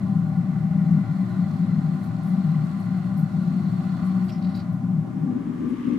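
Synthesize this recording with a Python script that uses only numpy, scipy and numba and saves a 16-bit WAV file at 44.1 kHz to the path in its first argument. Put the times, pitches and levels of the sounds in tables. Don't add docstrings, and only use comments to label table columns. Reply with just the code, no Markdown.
import sys
import numpy as np
from scipy import signal
from scipy.fft import rfft, irfft
from scipy.io import wavfile
from scipy.ndimage import uniform_filter1d
from numba import njit

SR = 44100
rng = np.random.default_rng(int(sys.argv[2]) if len(sys.argv) > 2 else 0)


def transcribe(signal):
    frames = np.atleast_2d(signal).T
    limited = np.clip(frames, -1, 1)
    pcm = np.round(limited * 32767).astype(np.int16)
    wavfile.write(sys.argv[1], SR, pcm)


N = 263718
T = np.arange(N) / SR

# time in seconds, lower mode level in dB,
# upper mode level in dB.
BOOM_LEVELS = [(0.0, -41.5, -26), (0.163, -22.5, -23), (0.29, -27.5, -29.5), (0.45, -24, -22),
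               (0.499, -27, -27), (0.6, -27.5, -26), (0.991, -20.5, -19.5), (1.05, -41, -33),
               (1.12, -18.5, -35.5), (1.18, -53, -18), (1.31, -28.5, -32.5), (1.4, -37, -19),
               (1.51, -28, -30.5), (1.62, -39, -21), (1.81, -21.5, -24), (2.06, -35.5, -30.5),
               (2.11, -31.5, -33.5), (2.359, -31.5, -20.5), (2.54, -18, -29.5), (2.82, -40, -27.5),
               (2.96, -25, -25), (3.08, -38, -26.5), (3.25, -20.5, -24.5), (3.29, -45, -36.5),
               (3.35, -28.5, -24), (3.55, -30.5, -23), (3.66, -28.5, -25), (3.8, -29.5, -26.5),
               (4.0, -35.5, -25.5), (4.1, -40.5, -22), (4.25, -41, -22), (4.32, -33, -34),
               (4.4, -48, -22.5), (4.52, -32, -23.5), (4.63, -36.5, -36.5), (4.69, -29, -25.5),
               (4.81, -32.5, -33), (4.84, -46, -23.5), (4.99, -20.5, -25.5), (5.08, -42, -37),
               (5.23, -25, -23), (5.3, -35, -29.5)]
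# frequency in Hz, width in Hz.
BOOM_MODES = [(157.5, 9), (185, 24)]
# time in seconds, level in dB.
BOOM_B_LEVELS = [(5.0, -29), (5.12, -27.5), (5.182, -31.5), (5.27, -24), (5.36, -22), (5.42, -32),
                 (5.5, -27), (5.58, -33), (5.65, -23), (5.72, -25), (5.776, -33.5), (5.84, -29.5),
                 (5.88, -24), (5.944, -23), (5.98, -27.5)]
# frequency in Hz, width in Hz, level in dB, left minus right in dB,
# left-right likeness from -1 to 1.
FRAME_MODES = [(45, 39, -69.5, 9, .9), (107.2, 27.7, -39.5, 5, 0.85), (122, 14, -41.5, 6.5, 0.87),
               (246.7, 45, -39.5, 0.5, 1), (283, 40, -49.5, 0.5, 0.93), (372, 37, -65, 0.5, 0.56),
               (549, 27, -64.5, 2, 0.5), (593.6, 59, -56.5, 5, 1), (622.2, 23, -57.5, 4.5, 0.26),
               (679, 40, -60.5, -7, 0.25), (788, 50, -52, -2.5, 0.61), (738, 60, -60, 2, 0.75),
               (944, 140, -61.5, 1, 0.82), (1031, 40, -57, 1.5, .9), (1162, 220, -55.5, 3.5, 0.67),
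               (1423, 140, -59, -2, 1), (1696, 210, -62.5, -2, -0.59), (2035, 310, -64.5, -3, -0.038),
               (2420, 870, -75, -0.5, 0.32)]
# frequency in Hz, width in Hz, level in dB, left minus right in dB,
# left-right likeness from -1 to 1.
FRAME_B_MODES = [(45, 76, -53.5, 5, .8), (129, 57, -43.5, 6.5, 1), (176, 42, -40.5, 6.5, 1),
                 (287.5, 62, -32.5, 6, 0.13), (370, 66, -46, 3, 0.93), (478, 50, -56.5, -3.5, 0.41),
                 (559, 47, -59, -1, 0.4), (890, 310, -59, -2, .3), (1110, 410, -54, 11.5, 0.24),
                 (1158, 90, -54.5, 1, 0.32), (1650, 630, -56, -0.5, 0.57)]
TONE_HZ = [119.8, 236.9, 298.8, 354.2, 471, 709.2, 769.8, 1872, 631, 1770]
# level in dB, left minus right in dB, pitch waver in Hz,
# left phase lead in radians.
TONES = [(-39, 6, 2.5, 0.34), (-45.5, 8.5, 2.16, 1.3), (-55, 3.5, 2.8, 1.2), (-51, 2, 1.5, 0.65),
         (-70.5, -4, 1.8, 2.2), (-68, 7.5, 1.4, 1.1), (-54.5, -9.5, 2, 1.4), (-73.5, -6.5, 3.7, 0.21),
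         (-62.5, 5.5, 3, 0.87), (-78, 2.5, 3.7, .5)]
# frequency in Hz, relative density in dB per Hz.
AIR_SPECTRUM = [(1200, -32.5), (2200, -1.5), (3500, -6), (5500, -10), (9000, -13.5), (12000, -18),
                (15700, -22.5)]
# frequency in Hz, width in Hz, relative level in dB.
BIT_MODES = [(4104, 400, -5.5), (4400, 890, -6), (5180, 320, -15.5), (7630, 500, -16.5), (3540, 600, -10),
             (2780, 1600, -3), (6100, 4000, -9.5), (1137, 140, 7), (1406, 214, 6.5), (675, 150, 7),
             (2610, 40, -14.5), (3430, 50, -14), (3850, 40, -13), (4180, 55, -13)]
# frequency in Hz, width in Hz, relative level in dB.
BIT_B_MODES = [(2090, 370, 4), (2640, 1400, 3.5), (3420, 1100, -5), (6000, 6000, -6.5),
               (11500, 5500, -14.5)]
# frequency in Hz, width in Hz, relative level in dB.
RAIL_MODES = [(2013, 34, -3), (1986, 150, -4.5), (1995, 440, -1.5), (1835, 67, -6.5), (2300, 110, -12)]
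# time in seconds, gain in dB.
RASP_LEVELS = [(0, -55), (.1, -73), (.5, -62.5), (.95, -59), (1.75, -62.5), (2.3, -63.5), (2.95, -60),
               (3.3, -66.5), (4.1, -62), (4.35, -63), (4.5, -64.5)]
# frequency in Hz, width in Hz, relative level in dB.
GROWL_MODES = [(1124, 220, 3.5), (1420, 250, -4.5)]
# start in seconds, near-peak level in dB, centre in Hz.
CHIPS = [(2.033, -56, 11600), (2.228, -56.5, 11300), (2.26, -60, 11500), (2.28, -59, 10600),
         (2.315, -64, 10800), (2.79, -58, 10700), (2.8394, -61, 9400), (3.169, -48.5, 12500),
         (3.207, -58, 11500), (3.4194, -63, 11000), (3.47, -69, 9520), (4.04, -58, 9100),
         (4.06, -62, 11000), (4.244, -58, 11500), (4.555, -56, 11500), (5.677, -60, 9280)]
# start in seconds, length in seconds,
# squeal centre in Hz, squeal level in dB, grind level in dB.
SCRAPES = [(4.22, .045, 5200, -66, -63), (4.275, .03, 4300, -55.5, -54), (4.295, .08, 5200, -55.5, -60),
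           (4.412, .07, 4300, -57.5, -63), (4.485, .055, 4300, -62, -66), (4.54, .085, 4300, -55, -61)]
# frequency in Hz, width in Hz, relative level in dB.
SQUEAL_MODES = [(3900, 260, 0), (4550, 300, 1), (5050, 300, -3), (5500, 450, -1), (4600, 3000, 3)]
# start in seconds, starting level in dB, frequency in Hz.
RINGS = [(4.293, -66, 13100), (4.553, -69, 12800), (4.552, -67, 6950), (4.725, -69, 12650)]
# start in seconds, level in dB, frequency in Hz.
KNOCKS = [(4.2836, -47, 4600), (4.3205, -47, 5200), (4.3265, -45, 5450), (4.3345, -48, 5500),
          (4.3964, -53, 4250), (4.4228, -50, 4500), (4.447, -51, 4300), (4.4667, -52, 4100),
          (4.5091, -54, 4500), (4.5435, -48, 4000), (4.5495, -45, 4600), (4.558, -50, 4400),
          (4.5685, -44, 4050), (4.5735, -43, 4600), (4.588, -50, 4300), (4.594, -48, 4050),
          (4.599, -46, 4600), (4.609, -49, 4400)]

BOOM_B_HZ, BOOM_B_WIDTH_HZ = 245, 34.5
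SUB_TOP_HZ, SUB_MID_S, SUB_DB_PER_S = 140, 2.3, -.74
UNLOAD_DB = -1.5
FOLLOW_SHARE, FOLLOW_REFERENCE_DB, FOLLOW_TOP_HZ = .55, -28, 600
TONE_SWELL_DB = 2.6
TONE_B_HZ, TONE_B_DB = 1180, -60
AIR_DB = -64
BITE_S, BITE_RISE_S = .3, 1.1
TOUCH_DB, HISS_AT_BITE_DB, HISS_DB_PER_S = -67.5, -63.5, .53
THROUGH_S, THROUGH_FADE_S, THROUGH_DB = 4.2, .18, -66
LEAVE_S, LEAVE_FADE_S = 4.62, .22
HISS_B_DB, HISS_B_DB_PER_S = -75, 15
SPINDLE_HZ, CATCH_S = 39.9, 4.574
HISS_THROB_DB, RASP_THROB_DB, CATCH_DB = .5, 2.5, 1.2
SING_HZ, SING_WIDTH_HZ, SING_AT_BITE_DB, SING_DB_PER_S = 4380, 60, -81.5, 4
GROWL_S, GROWL_SPREAD_S, GROWL_DB = 4.08, .19, -54.5
CHIP_S, CHIP_RISE_S = .04, .002
FAINT_CHIPS, FAINT_MIN_DB, FAINT_RANGE_DB, FAINT_HZ = 10, -66, 5, 9800
SQUEAL_WIDTH_HZ, GRIND_HZ, GRIND_WIDTH_HZ = 1700, 2600, 2600
CRACKLE_HZ, CRACKLE_WIDTH_HZ, CRACKLE_DB = 8000, 9000, -13
RING_T60_S = .2
KNOCK_RISE_S, KNOCK_T60_S, KNOCK_SPLIT = .0008, .03, .05
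BLEND_START_S, BLEND_S, FADE_OUT_POWER, FADE_IN_POWER = 4.986, .87, .7, .47
TOP_HZ = 15740


def undb(db):
    return 10 ** (np.asarray(db) / 20)


def unit(x):
    return x / np.sqrt(np.mean(x ** 2))


def noise():
    return rng.standard_normal(N)


@njit
def svf(x, hz, width):
    y, band, low = np.empty(len(x)), 0., 0.
    g, damping = np.tan(np.pi * hz / SR), width / hz
    for i in range(len(x)):
        v = (band + g * (x[i] - low)) / (1 + g * (g + damping))
        band = 2 * v - band
        low = low + 2 * g * v
        y[i] = damping * v
    return y


def ring(x, hz, width):
    hz, width = float(hz), float(width)
    return svf(svf(x, hz, width), hz, width)


def even_ring(hz, width):
    x = ring(noise(), hz, width)
    span = int(.06 * SR)
    power = uniform_filter1d(uniform_filter1d(x ** 2, span), span)
    return unit(svf(x / np.sqrt(power), float(hz), 140.))


def walk(rate_hz):
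    k = int(SR / rate_hz)
    held = np.repeat(rng.standard_normal(N // k + 3), k)
    return 1.354 * uniform_filter1d(uniform_filter1d(held, k), k)[k:N + k]


def curve(s, db):
    return uniform_filter1d(undb(np.interp(T, s, db)), int(.014 * SR))


def ramp(s, length_s):
    return np.clip((T - s) / length_s, 0, 1)


def pan(db):
    return undb(np.array([[db], [-db]]) / 2)


def pair(like, source):
    like = np.clip(like, -1, 1)
    shared = np.sqrt((1 + like) / 2) * source()
    opposed = np.sqrt((1 - like) / 2) * source()
    return shared + opposed * np.array([[1], [-1]])


def grit(share, spread_db):
    x = 1. * (rng.random(N) < share)
    count = int(x.sum())
    size_db = spread_db * np.minimum(rng.exponential(size=count), 5)
    x[x > 0] = rng.standard_normal(count) * undb(size_db)
    return unit(x)


def throb(db):
    return undb(db * np.cos(2 * np.pi * SPINDLE_HZ * (T - CATCH_S)))


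def tear(modes):
    clicks, out = grit(.06, 2.2), 0
    for hz, width, db in modes:
        shifted = np.roll(clicks, rng.integers(N))
        out = out + undb(db + walk(10)) * unit(ring(shifted, hz, width))
    return out


def frame(modes):
    out = 0
    for hz, width, db, lr_db, like in modes:
        out = out + undb(db) * pan(lr_db) * pair(like, lambda: unit(ring(noise(), hz, width)))
    return out


def frame_split(modes, split_hz):
    low = frame([m for m in modes if m[0] < split_hz])
    high = frame([m for m in modes if m[0] >= split_hz])
    return low, high


def boom():
    s, *levels = np.transpose(BOOM_LEVELS)
    return pan(4.66) * sum(even_ring(*mode) * curve(s, db) for mode, db in zip(BOOM_MODES, levels))


def motor():
    out = 0
    for hz, (db, lr_db, waver_hz, lead) in zip(TONE_HZ, TONES):
        phase = 2 * np.pi * (np.cumsum(hz + waver_hz * walk(9)) / SR + rng.random())
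        level = np.sqrt(2) * undb(db + TONE_SWELL_DB * walk(14))
        out = out + level * pan(lr_db) * np.sin([phase + lead, phase])
    return out


def air():
    hz, db = np.transpose(AIR_SPECTRUM)
    bins_hz = np.fft.rfftfreq(N, 1 / SR)
    gain = undb(np.interp(np.log(bins_hz + 1), np.log(hz), db, left=-80))
    return undb(AIR_DB) * pair(.27, lambda: unit(irfft(rfft(noise()) * gain, N)))


def bit_hiss():
    bright = unit(svf(grit(.047, 2.5) + 1.5 * noise(), 8700., 9800.))
    return tear(BIT_MODES) + undb(-8 + 1.3 * walk(13)) * bright


def cutting():
    bite = ramp(BITE_S, BITE_RISE_S)
    deep_db = HISS_AT_BITE_DB + HISS_DB_PER_S * (T - BITE_S)
    hiss_db = TOUCH_DB + bite * (deep_db - TOUCH_DB)
    hiss_db = hiss_db + ramp(THROUGH_S, THROUGH_FADE_S) * (THROUGH_DB - deep_db)
    hiss = pair(.28, bit_hiss) * undb(hiss_db + walk(8)) * throb(HISS_THROB_DB)

    rasp = pair(.49, lambda: tear(RAIL_MODES)) * throb(RASP_THROB_DB) * curve(*np.transpose(RASP_LEVELS))

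    sing_gain = undb(SING_AT_BITE_DB + SING_DB_PER_S * (T - BITE_S)) * bite * (1 - ramp(THROUGH_S, .05))
    sing = sing_gain * pair(.4, lambda: tear([(SING_HZ, SING_WIDTH_HZ, 0)]))

    growl_gain = undb(GROWL_DB) * np.exp(-((T - GROWL_S) / GROWL_SPREAD_S) ** 2)
    growl = growl_gain * pair(.5, lambda: tear(GROWL_MODES))
    return (hiss + rasp + sing + growl) * (1 - ramp(LEAVE_S, LEAVE_FADE_S))


def chips():
    ticks = pair(.5, lambda: undb(2 * walk(120)) * grit(.15, 1.8))
    faint = [(BITE_S + when * (THROUGH_S - BITE_S), FAINT_MIN_DB + FAINT_RANGE_DB * size, FAINT_HZ)
             for when, size in rng.random((FAINT_CHIPS, 2))]
    out, u = np.zeros((2, N)), T[:int(3 * CHIP_S * SR)]
    shape = (1 - np.exp(-u / CHIP_RISE_S)) * np.exp(-(u / CHIP_S) ** 2.2)
    for s, db, hz in CHIPS + faint:
        at = slice(int(s * SR), int(s * SR) + len(u))
        x = np.array([svf(side[at].copy(), float(hz), 5000.) for side in ticks])
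        near_peak = np.percentile(np.abs(x[:, :len(u) // 4]), 97)
        out[:, at] += undb(db) * shape * x / near_peak
    return out


def rub(s, length_s):
    u = np.clip(T - s, 0, None)
    return (1 - np.exp(-u / .006)) * np.exp(-(u / length_s) ** 4)


def scrapes():
    chatter = undb(2.2 * walk(160)) * throb(CATCH_DB)

    def slip():
        return chatter * grit(.058, 1.1)

    def band(hz, width):
        return pair(.99, lambda: unit(ring(ring(slip(), hz, width), hz, width)))

    def squeal_side(hz):
        modes = sum(undb(db) * unit(ring(slip(), f, width)) for f, width, db in SQUEAL_MODES)
        return unit(ring(modes, hz, SQUEAL_WIDTH_HZ))

    grind = band(GRIND_HZ, GRIND_WIDTH_HZ) + undb(CRACKLE_DB) * band(CRACKLE_HZ, CRACKLE_WIDTH_HZ)
    squeals = {hz: pair(.71, lambda: squeal_side(hz)) for hz in sorted({row[2] for row in SCRAPES})}
    out = 0
    for s, length_s, hz, squeal_db, grind_db in SCRAPES:
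        out = out + rub(s, length_s) * (undb(grind_db) * grind + undb(squeal_db) * squeals[hz])
    return out


def knocks():
    out, u = np.zeros((2, N)), T[:int(KNOCK_T60_S * SR)]
    shape = (1 - np.exp(-u / KNOCK_RISE_S)) * np.exp(-np.log(1000) * u / KNOCK_T60_S)
    for (s, db, hz), (second_gain, b, lead) in zip(KNOCKS, rng.random((len(KNOCKS), 3))):
        phase = 2 * np.pi * hz * u + np.array([[lead], [-lead]])
        pitch = 1 + KNOCK_SPLIT * (.5 + b)
        tones = np.sin(phase) + second_gain * np.sin(pitch * phase + 2 * np.pi * b)
        out[:, int(s * SR):int(s * SR) + len(u)] += undb(db) * shape * tones
    return out


def rail_rings():
    out = 0
    for s, db, hz in RINGS:
        decay = (T > s) * np.exp(-np.log(1000) * np.clip(T - s, 0, None) / RING_T60_S)
        out = out + undb(db) * decay * unit(svf(noise(), float(hz), 250.))
    return out


def boom_b():
    rumble = pair(.88, lambda: even_ring(BOOM_B_HZ, BOOM_B_WIDTH_HZ))
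    return curve(*np.transpose(BOOM_B_LEVELS)) * rumble * pan(4.6)


def cutting_b():
    level_db = HISS_B_DB + HISS_B_DB_PER_S * (T - BLEND_START_S)
    return pair(.15, lambda: tear(BIT_B_MODES)) * undb(level_db)


def motor_b():
    phase = 2 * np.pi * np.cumsum(TONE_B_HZ + 5 * walk(15)) / SR
    return undb(TONE_B_DB + 2 * walk(20)) * np.sqrt(2) * np.sin(phase)


def first_place():
    sub, body = frame_split(FRAME_MODES, SUB_TOP_HZ)
    machine = sub * undb(SUB_DB_PER_S * (T - SUB_MID_S)) + body + motor()
    return machine * undb(UNLOAD_DB * ramp(LEAVE_S, LEAVE_FADE_S)) + boom() + cutting()


def second_place():
    s, db = np.transpose(BOOM_B_LEVELS)
    low, high = frame_split(FRAME_B_MODES, FOLLOW_TOP_HZ)
    waver = curve(s, FOLLOW_SHARE * (db - FOLLOW_REFERENCE_DB))
    return low * waver + high + boom_b() + cutting_b() + motor_b()


def scene():
    u = ramp(BLEND_START_S, BLEND_S)
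    blend = (1 - u) ** FADE_OUT_POWER * first_place() + u ** FADE_IN_POWER * second_place()
    return blend + air() + chips() + scrapes() + knocks() + rail_rings()


def record(dry):
    return signal.sosfilt(signal.ellip(16, .2, 60, TOP_HZ, fs=SR, output="sos"), dry)


dry = scene()
out = record(dry)
transcribe(out)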